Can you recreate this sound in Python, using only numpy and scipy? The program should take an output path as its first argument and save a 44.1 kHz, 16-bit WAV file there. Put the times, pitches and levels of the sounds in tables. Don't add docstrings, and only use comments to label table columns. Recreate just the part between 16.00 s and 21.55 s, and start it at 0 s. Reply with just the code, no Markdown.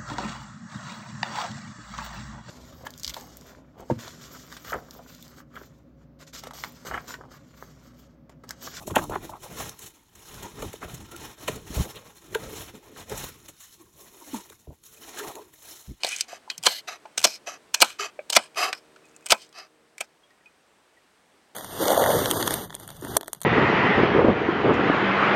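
import sys
import numpy as np
from scipy import signal
from scipy.fft import rfft, irfft, next_fast_len
from scipy.io import wavfile
from scipy.ndimage import uniform_filter1d, map_coordinates

SR = 44100
rng = np.random.default_rng(int(sys.argv[2]) if len(sys.argv) > 2 else 0)


def put_to_file(sound):
    columns = np.atleast_2d(sound).T
    safe = np.clip(columns, -1, 1)
    whole_steps = np.round(safe * 32767)
    wavfile.write(sys.argv[1], SR, whole_steps.astype(np.int16))


N = 244735

# resonance in Hz, width in Hz (before the skirts steepen), level in dB.
BLADE_MODES = [(390.7, 200, -11), (695, 500, -1.5), (1051.6, 300, -2.5), (1426, 650, -1), (1640, 350, 0),
               (2076, 350, 0.5), (2428, 350, 9.5), (3029, 570, 8.5), (3590, 600, 0.5), (4240, 1000, 4.5),
               (5080, 860, 2), (6120, 1900, -1.5), (7410, 1000, -8.5), (7980, 2600, -10.5),
               (9680, 3300, -16), (11700, 4000, -17), (13300, 1400, -21), (15000, 2100, -29.5)]


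def leaves():
    # snap time in seconds, level in dB, wood (lows) in dB, crispness (treble) in dB,
    # ring in Hz. Wood and crispness are relative to the middle band.
    snap_rows = [(0.0338, -15, -11.5, -13.5, 4334), (0.0466, -16, -32, -9.5, 4200),
                 (0.0667, -25.5, -15, -4, 4370), (0.079, -38, -25, 3, 6420), (0.0892, -33, -12, 8.5, 5770),
                 (0.1626, -31.5, -16, 8, 6484), (0.1848, -40.5, -25, 8, 6100),
                 (0.2085, -15.5, -25, 0.5, 5740), (0.5006, -17.5, -25, -16, 3896),
                 (0.579, -43, -29.5, 15.5, 5500), (0.5798, -35.5, -26, -2, 5270),
                 (0.6286, -36, -26, 0, 4500), (0.636, -26, -9, -1, 3100), (0.645, -32, -6, 0, 3170),
                 (0.649, -30, -1, -2, 3070), (0.693, -35.5, -12, 5, 2330), (0.7286, -43, -12, 8, 6420),
                 (1.0557, -46.5, 2, -17, 1410), (1.1918, -27, -21.5, -1.5, 3100),
                 (1.202, -34, -3.5, 1, 2590), (1.2151, -33.5, -3, 0, 2474), (1.228, -33.5, -7, 1, 3030),
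                 (1.235, -34, -5, 0.5, 5900), (1.7445, -14.5, -15.5, -7, 8100),
                 (1.8003, -44, 0.5, -5.5, 6480), (1.8034, -19, -8, -4, 6590),
                 (1.8077, -23.5, -6, -2.5, 6400), (2.192, -52, 6, -31.5, 2220),
                 (2.3312, -18.5, -13.5, -6, 2930), (2.3392, -28, 0, 2.5, 5000),
                 (2.546, -44, -10, -12.5, 2480), (2.7289, -19.5, -7.5, -14.5, 1493),
                 (2.9615, -49.5, 5, -13.5, 1520), (3.1633, -53, -2, 12.5, 7130),
                 (3.2596, -35, -5, 3.5, 8544), (3.264, -29, -13, 2, 8410), (3.2681, -32.5, -7, -8, 2443),
                 (3.2866, -38.5, -16.5, 2, 2520), (3.2972, -28, -4, -6, 2500),
                 (3.3033, -16, -7.5, -6.5, 2440), (3.3065, -12.5, -13.5, -4, 2480),
                 (3.4188, -46.5, -25, -2, 5100), (3.4657, -58, -14, 2.5, 6100), (3.4912, -59, -19, 5, 5210),
                 (3.5269, -47, -11.5, -10, 5170), (3.5858, -41, -17, -1.5, 5070),
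                 (3.6667, -58.5, -1, -16, 1510), (3.9809, -34.5, -13.5, -5, 2160),
                 (4.3054, -57, -16.5, -19.5, 1900), (4.4588, -53, -21, -15, 2530)]
    # start in seconds, length in seconds, first level in dB,
    # last level in dB, crispness in dB, ring in Hz.
    cut_rows = [(0.654, 0.014, -25.5, -22, -4.5, 4523), (0.664, .006, -17, -11, -6.5, 4373),
                (1.176, 0.0042, -32.5, -20, -0.5, 5690), (1.2407, .012, -13, -18, -2, 5794),
                (1.741, .006, -30, -18.5, 1, 2443), (1.812, 0.0052, -23.5, -23.5, 1, 6236),
                (1.8182, 0.0057, -10, -8, -5.5, 2873), (2.297, .0065, -38, -24, 0, 4200),
                (2.3252, 0.0079, -27, -28, -2.5, 5090), (2.3507, 0.011, -25.5, -23.5, -3, 5090),
                (2.363, 0.0056, -12.5, -8.5, -6, 5080), (3.31, 0.004, -17.5, -23, -1, 2510),
                (3.318, .0065, -10.5, -12, -7.5, 4966), (4.006, 0.0064, -25.5, -30, -5.5, 2410)]
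    # from in seconds, to in seconds, number of ticks.
    settling_rows = [(3.04, 3.24, 10), (3.44, 3.53, 3)]
    swell_s, swell_end_db, swell_growth_db = 0.008, -18.5, 22
    stem_swell_db = -8
    snap_rise_s, snap_t60_at_4khz_s, snap_ring_db = 0.0003, 0.017, 8
    thin_power = 0.3
    cut_t60_s, cut_wood_db, cut_ring_db = 0.017, -8.5, -0.5
    settle_db, settle_scatter_db, settle_crisp_db, settle_hz = -63, 0.5, 5, 6760
    snap_lumpy_db, cut_lumpy_db = 2.2, 3.3

    out = np.zeros(N)
    t = np.arange(-swell_s, 0.1, 1 / SR)
    swell = amp(swell_end_db + swell_growth_db * t / swell_s) * (t < 0)
    bite = 1 - np.exp(-np.maximum(t, 0) / snap_rise_s)

    def snap_envelope(ring_hz):
        decay = amp(-60 * t / snap_t60_at_4khz_s * (ring_hz / 4000) ** thin_power)
        return amp(stem_swell_db) * swell + bite * decay

    for s, db, wood_db, crisp_db, ring_hz in snap_rows:
        envelope = amp(db) * snap_envelope(ring_hz)
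        add(out, s - swell_s, burst(envelope, wood_db, crisp_db, snap_lumpy_db, ring_hz, snap_ring_db))
    for s, length_s, first_db, last_db, crisp_db, ring_hz in cut_rows:
        travel_db = np.interp(t, [0, length_s], [first_db, last_db])
        travel_db = travel_db - 60 * np.maximum(t - length_s, 0) / cut_t60_s
        envelope = amp(travel_db) * (swell + bite)
        add(out, s - swell_s, burst(envelope, cut_wood_db, crisp_db, cut_lumpy_db, ring_hz, cut_ring_db))
    for first_s, last_s, ticks in settling_rows:
        for s in rng.uniform(first_s, last_s, ticks):
            envelope = amp(rng.normal(settle_db, settle_scatter_db)) * snap_envelope(settle_hz)
            add(out, s, burst(envelope, 0, settle_crisp_db, snap_lumpy_db, settle_hz, snap_ring_db))
    return out


def burst(envelope, wood_db, crisp_db, lumpy_db, ring_hz, ring_db):
    held = grip(BLADE_MODES, scatter_db=2.0)

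    def response(hz):
        return modes(held, hz, order=2) * peak(hz, ring_hz, 0.15 * ring_hz, ring_db)

    fibres = envelope * grit(len(envelope), 1500, lumpy_db)
    bands = thirds(fibres, response)
    envelope_rms = np.sqrt(np.mean(envelope ** 2))
    return amp([wood_db, 0, crisp_db]) @ bands * envelope_rms


def board():
    # mode in Hz, level in dB, t60 in seconds before the hand's damping.
    board_modes = [(121, -9, 0.25), (162, -11, 0.042), (228.6, -11, 0.18), (410, -11.5, 0.048),
                   (583, -4, 0.046), (687.4, 3.5, 0.04), (858.4, -2, .05), (992, -3, 0.056),
                   (1265, 4.5, 0.035), (1560, -2.5, 0.069), (2300, -4, 0.096), (2400, 0, 0.084),
                   (2950, -13, .025)]
    # time in seconds, peak in dB, strongest pitch in Hz,
    # spread in octaves (6 dB down), ring length as a share of t60.
    knock_rows = [(.046, -18, 600, 0.53, 0.44), (.074, -29, 646, 0.25, 0.33), (.330, -29, 604, 0.32, 0.74),
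                  (0.4768, -36.5, 887, 0.18, 0.7), (.583, -42.5, 163, 0.31, 2),
                  (.670, -9.5, 800, 1.06, 0.4), (.885, -27, 1170, 0.77, 0.56), (1.054, -32, 833, 0.2, 0.62),
                  (1.179, -43, 189, 0.54, 0.82), (1.251, -11, 656, 1.07, 0.36),
                  (1.476, -29, 609, 0.16, 1.2), (1.824, -4, 766, 1.06, 0.52),
                  (1.995, -23, 1262, 0.11, 0.97), (1.996, -34, 404, 0.16, 3.4),
                  (2.19, -24.5, 553, 0.14, 0.65), (2.192, -29.5, 1735, 0.77, 0.18),
                  (2.368, -4, 686, 1.05, 0.49), (2.7307, -25, 1400, 0.36, 0.25),
                  (3.323, -6.5, 675, 1.02, 0.54), (4.008, -25.5, 720, 0.98, 0.77)]
    # time in seconds, level in dB before the rise, pitch in Hz.
    tink_rows = [(0.1275, -24, 2490), (.501, -37, 3000), (2.1922, -42.5, 2284), (3.042, -49.5, 2520),
                 (3.1423, -53.5, 2600), (3.2229, -53, 2540), (4.233, -54, 3283), (4.306, -50.5, 1877),
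                 (4.405, -57, 1896), (4.4578, -41.5, 2485), (4.9688, -52.5, 1920), (5.318, -59.5, 3400)]
    rise_s, tink_t60_s = 0.002, 0.075

    out, t = np.zeros(N), np.arange(SR // 5) / SR
    hz, level_db, t60_s = np.transpose(board_modes)[:, :, None]
    rise = 1 - np.exp(-t / rise_s)
    for s, db, pitch_hz, spread_oct, share in knock_rows:
        near_db = -6 * (np.log2(hz / pitch_hz) / spread_oct) ** 2
        chance_db = rng.normal(0, 1.5, hz.shape)
        mode_gain = amp(level_db + near_db + chance_db - 60 * t / (share * t60_s))
        ring = rise * np.sum(mode_gain * np.sin(2 * np.pi * hz * t), axis=0)
        add(out, s, amp(db) * ring / np.abs(ring).max())
    for s, db, tink_hz in tink_rows:
        add(out, s, amp(db - 60 * t / tink_t60_s) * rise * np.sin(2 * np.pi * tink_hz * t))
    return out


def slides():
    # resonance in Hz, width in Hz (before the skirts steepen),
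    # level in dB.
    free_blade_modes = [(404, 246, -6.5), (703, 197, 3), (875, 160, -8.5), (1206, 370, 2.5),
                        (1750, 740, -3), (2143, 300, -3), (2563, 250, 1), (2670, 140, -5),
                        (3050, 470, -3.5), (3896, 740, -8.5), (4650, 910, -7), (5000, 170, -1),
                        (5960, 1100, -8), (7210, 1000, -18.5), (8470, 1900, -27.5), (10130, 800, -26),
                        (11360, 600, -21), (12450, 1100, -27.5), (13220, 500, -28), (15000, 1000, -36.5)]
    # start in seconds, drag in seconds, lift-off in seconds,
    # first level in dB, last level in dB, wood in dB, crispness in dB, favoured pitch in Hz.
    push_rows = [(0, 0.025, .012, -57.5, -54, -3, -7, 4300),
                 (0.04, .165, .012, -37.5, -39, -10.5, -7, 1950),
                 (.218, 0.019, 0.065, -47, -52, -20, -8.5, 2480),
                 (.51, 0.052, .02, -44, -61, -11, -13, 3100), (.68, .11, 0.028, -32, -40, -9, -8.5, 4300),
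                 (1.265, .095, .025, -37.5, -45, -5.5, -3, 5470),
                 (1.76, 0.037, 0.011, -45, -51, -1, -7.5, 2500),
                 (1.84, 0.064, 0.071, -39.5, -43.5, -0.5, -5.5, 4000),
                 (2.385, .056, .045, -41.5, -46.5, 4.5, -9.5, 6440),
                 (2.743, 0.042, 0.034, -50.5, -57.5, 1, -6.5, 5520),
                 (3.34, .04, 0.034, -46.5, -54, 7, -6, 2500),
                 (3.375, .05, 0.062, -61, -50.5, -11, -8, 4700),
                 (4.02, .032, .012, -59, -62.5, 4, -4, 5000)]
    # the same columns, then the time to gather speed in seconds.
    draw_rows = [(.274, 0.084, 0.029, -49, -48, -5, -5.5, 7300, 0.012),
                 (.87, .09, 0.019, -33, -51, -5, -9, 2220, 0.012),
                 (1.458, 0.085, 0.039, -34, -48.5, -4.5, -7.5, 6320, 0.015),
                 (1.983, 0.077, 0.045, -31, -38, -7, -10, 6950, .012),
                 (2.554, .105, 0.073, -28.5, -30.5, -2, -9, 2800, .022),
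                 (3.53, 0.072, 0.073, -53.5, -45, -6.5, -14.5, 5370, .015)]

    out = np.zeros(N)
    for s, *row in push_rows:
        add(out, s, stroke(row, BLADE_MODES, entry_db=8, entry_s=0.014, drift_db=-15.5, bite_db=1,
                           lumpy_db=1.5, scatter_db=4.0, spikes=180))
    for s, *row, entry_s in draw_rows:
        add(out, s, stroke(row, free_blade_modes, entry_db=-21, entry_s=entry_s, drift_db=7, bite_db=1.5,
                           lumpy_db=1.5, scatter_db=2, spikes=0))
    return out


def stroke(row, table, entry_db, entry_s, drift_db, bite_db, lumpy_db, scatter_db, spikes):
    lift_off_db, lift_off_treble_db = -20, -4
    touch_s = 0.0048
    drag_s, lift_s, first_db, last_db, wood_db, crisp_db, bite_hz = row
    t = np.arange(0, drag_s + lift_s, 1 / SR)
    db = np.interp(t, [0, drag_s, drag_s + lift_s], [first_db, last_db, last_db + lift_off_db])
    db = db + np.interp(t, [0, entry_s], [entry_db, 0])
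    held = grip(table, scatter_db)

    def response(hz):
        return modes(held, hz, order=3) * peak(hz, bite_hz, 0.16 * bite_hz, bite_db)

    friction = grit(len(t), 500, lumpy_db, spikes) * amp(2.2 * wobble(50, size=len(t)))
    bands = thirds(friction, response)
    low_db = db + wood_db + drift_db * t / t[-1]
    high_db = db + crisp_db + lift_off_treble_db * np.maximum(t - drag_s, 0) / lift_s
    touch = np.clip(np.minimum(t, t[-1] - t) / touch_s, 0, 1)
    return touch * np.sum(amp([low_db, db, high_db]) * bands, axis=0)


def jolt():
    start_s, peak_db, rise_s = 3.322, -26.5, 0.0016
    u = np.maximum(np.arange(N) / SR - start_s, 0) / rise_s
    return amp(peak_db) * u * np.exp(1 - u)


def kitchen(x):
    # frequency in Hz, t60 in seconds.
    t60_points = [(200, 0.092), (2000, 0.06), (10000, 0.019)]
    hz, t, z = signal.stft(rng.standard_normal(SR // 3), SR, nperseg=256)
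    decay = amp(-60 * t / along(t60_points, hz)[:, None])
    tail = signal.istft(z * decay, SR, nperseg=256)[1]
    delayed = np.pad(x, (130, 0))
    return signal.fftconvolve(delayed, tail / np.linalg.norm(tail))[:N]


def engine():
    # time in seconds, firing rate in Hz, rms level in dB of a 0 dB order.
    drone_rows = [(0.801, 71.5, -73.5), (1.4, 73.3, -71.5), (2.202, 75.16, -70.5), (2.5, 77.43, -68),
                  (3.2, 77, -66.5), (3.7, 77.64, -73.5), (4.2, 77.6, -78)]
    # multiple of the firing rate, level in dB.
    exhaust_orders = [(1, -17), (2, -8), (3, -9), (4, -1), (5, -1), (6, 0), (7, -10), (8, -4), (9, -13),
                      (12, -13)]
    s, hz, db = np.transpose(drone_rows)
    t = np.arange(N) / SR
    firing_hz = np.interp(t, s, hz) * (1 + 0.0013 * wobble(12))
    turn = 2 * np.pi * np.cumsum(firing_hz) / SR
    orders = np.zeros(N)
    for k, level_db in exhaust_orders:
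        waver = amp(level_db + 1.5 * wobble(6))
        orders += waver * np.sin(k * turn + rng.uniform(0, 2 * np.pi))
    return np.sqrt(2) * amp(np.interp(t, s, db, left=-120, right=-120)) * orders


def hush():
    # frequency in Hz, relative density in dB per Hz.
    colour_points = [(15, -14), (30, -7), (60, -1.5), (116, -8), (175, -4.5), (350, -1.5), (655, -3.5),
                     (1090, -5), (1880, -8), (2890, -11.5), (6000, -18), (10000, -23.5), (15800, -33.5)]
    # time in seconds, rms level in dB.
    level_points = [(0, -58), (2, -58.5), (3.0, -59), (3.65, -62.5), (3.749, -63.5), (5.55, -61.5)]
    z = signal.stft(rng.standard_normal(N), nperseg=512)[2]
    patches = uniform_filter1d(rng.standard_normal(z.shape), 6, 0)
    patches = uniform_filter1d(patches, 14, 1)
    patch_gain = amp(0.6 * patches / patches.std())
    air = signal.istft(z * patch_gain, nperseg=512)[1][:N]
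    coloured = filtered(air, lambda hz: amp(along(colour_points, hz)))
    s, db = np.transpose(level_points)
    return amp(np.interp(np.arange(N) / SR, s, db)) * unit(coloured)


def grit(size, rate, lumpy_db, spikes=0):
    cracks = 1.6 * rng.exponential(size=size) * (rng.random(size) < spikes / SR)
    crack_gain = np.convolve(cracks, amp(-2 * np.arange(16)))[:size]
    clumps = amp(lumpy_db * wobble(rate, size=size))
    return rng.standard_normal(size) * (clumps + crack_gain)


def grip(table, scatter_db):
    return np.array(table) + np.outer(rng.normal(0, scatter_db, len(table)), [0, 0, 1])


def modes(table, hz, order):
    power = 0
    for centre, width, db in table:
        damping = (hz * width) ** 2
        power = power + amp(2 * db) * (damping / ((centre ** 2 - hz * hz) ** 2 + damping)) ** order
    cepstrum = irfft(np.log(power + 1e-12) / 2)
    cepstrum[1:len(hz) - 1] *= 2
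    cepstrum[len(hz):] = 0
    return np.exp(rfft(cepstrum))


def peak(hz, centre_hz, width_hz, db):
    return 1 + amp(db) * 1j * hz * width_hz / (centre_hz ** 2 - hz * hz + 1j * hz * width_hz)


def thirds(x, response):
    def split(hz):
        low = 1 / (1 + (hz / 1500) ** 6)
        high = 1 - 1 / (1 + (hz / 6200) ** 8)
        return response(hz) * np.array([low, 1 - low - high, high])
    return unit(filtered(x, split))


def filtered(x, response):
    m = 2 * next_fast_len(x.shape[-1] // 2 + 2048)
    return irfft(rfft(x, m) * response(np.fft.rfftfreq(m, 1 / SR)), m)[..., :x.shape[-1]]


def wobble(rate, size=N):
    knots = rng.standard_normal(int(size * rate / SR) + 4)
    return map_coordinates(knots, [np.arange(size) * rate / SR])


def along(points, hz):
    f, v = np.transpose(points)
    return np.interp(np.log(hz + 1), np.log(f + 1), v)


def amp(db):
    return 10 ** (np.asarray(db) / 20)


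def unit(x):
    return x / np.sqrt(np.mean(x ** 2, axis=-1, keepdims=True) + 1e-20)


def add(track, s, sound):
    part = track[round(s * SR):][:len(sound)]
    part += sound[:len(part)]


def scene():
    near = leaves() + board() + slides()
    near = filtered(near, lambda hz: (1j * hz / (90 + 1j * hz)) ** 3)
    room = amp(-13.0) * kitchen(near)
    return (near + room + jolt() + engine() + hush())[None]


def record(dry):
    ceiling, low_cut_hz, top_hz = 0.95, 80, 15988
    heard = filtered(dry, lambda hz: peak(hz, 8250, 670, 0))
    clipped = heard / (1 + np.abs(heard / ceiling) ** 6) ** (1 / 6)
    return filtered(clipped, lambda hz: (1j * hz / (low_cut_hz + 1j * hz)) ** 2 * (hz < top_hz))


dry = scene()
out = record(dry)
put_to_file(out)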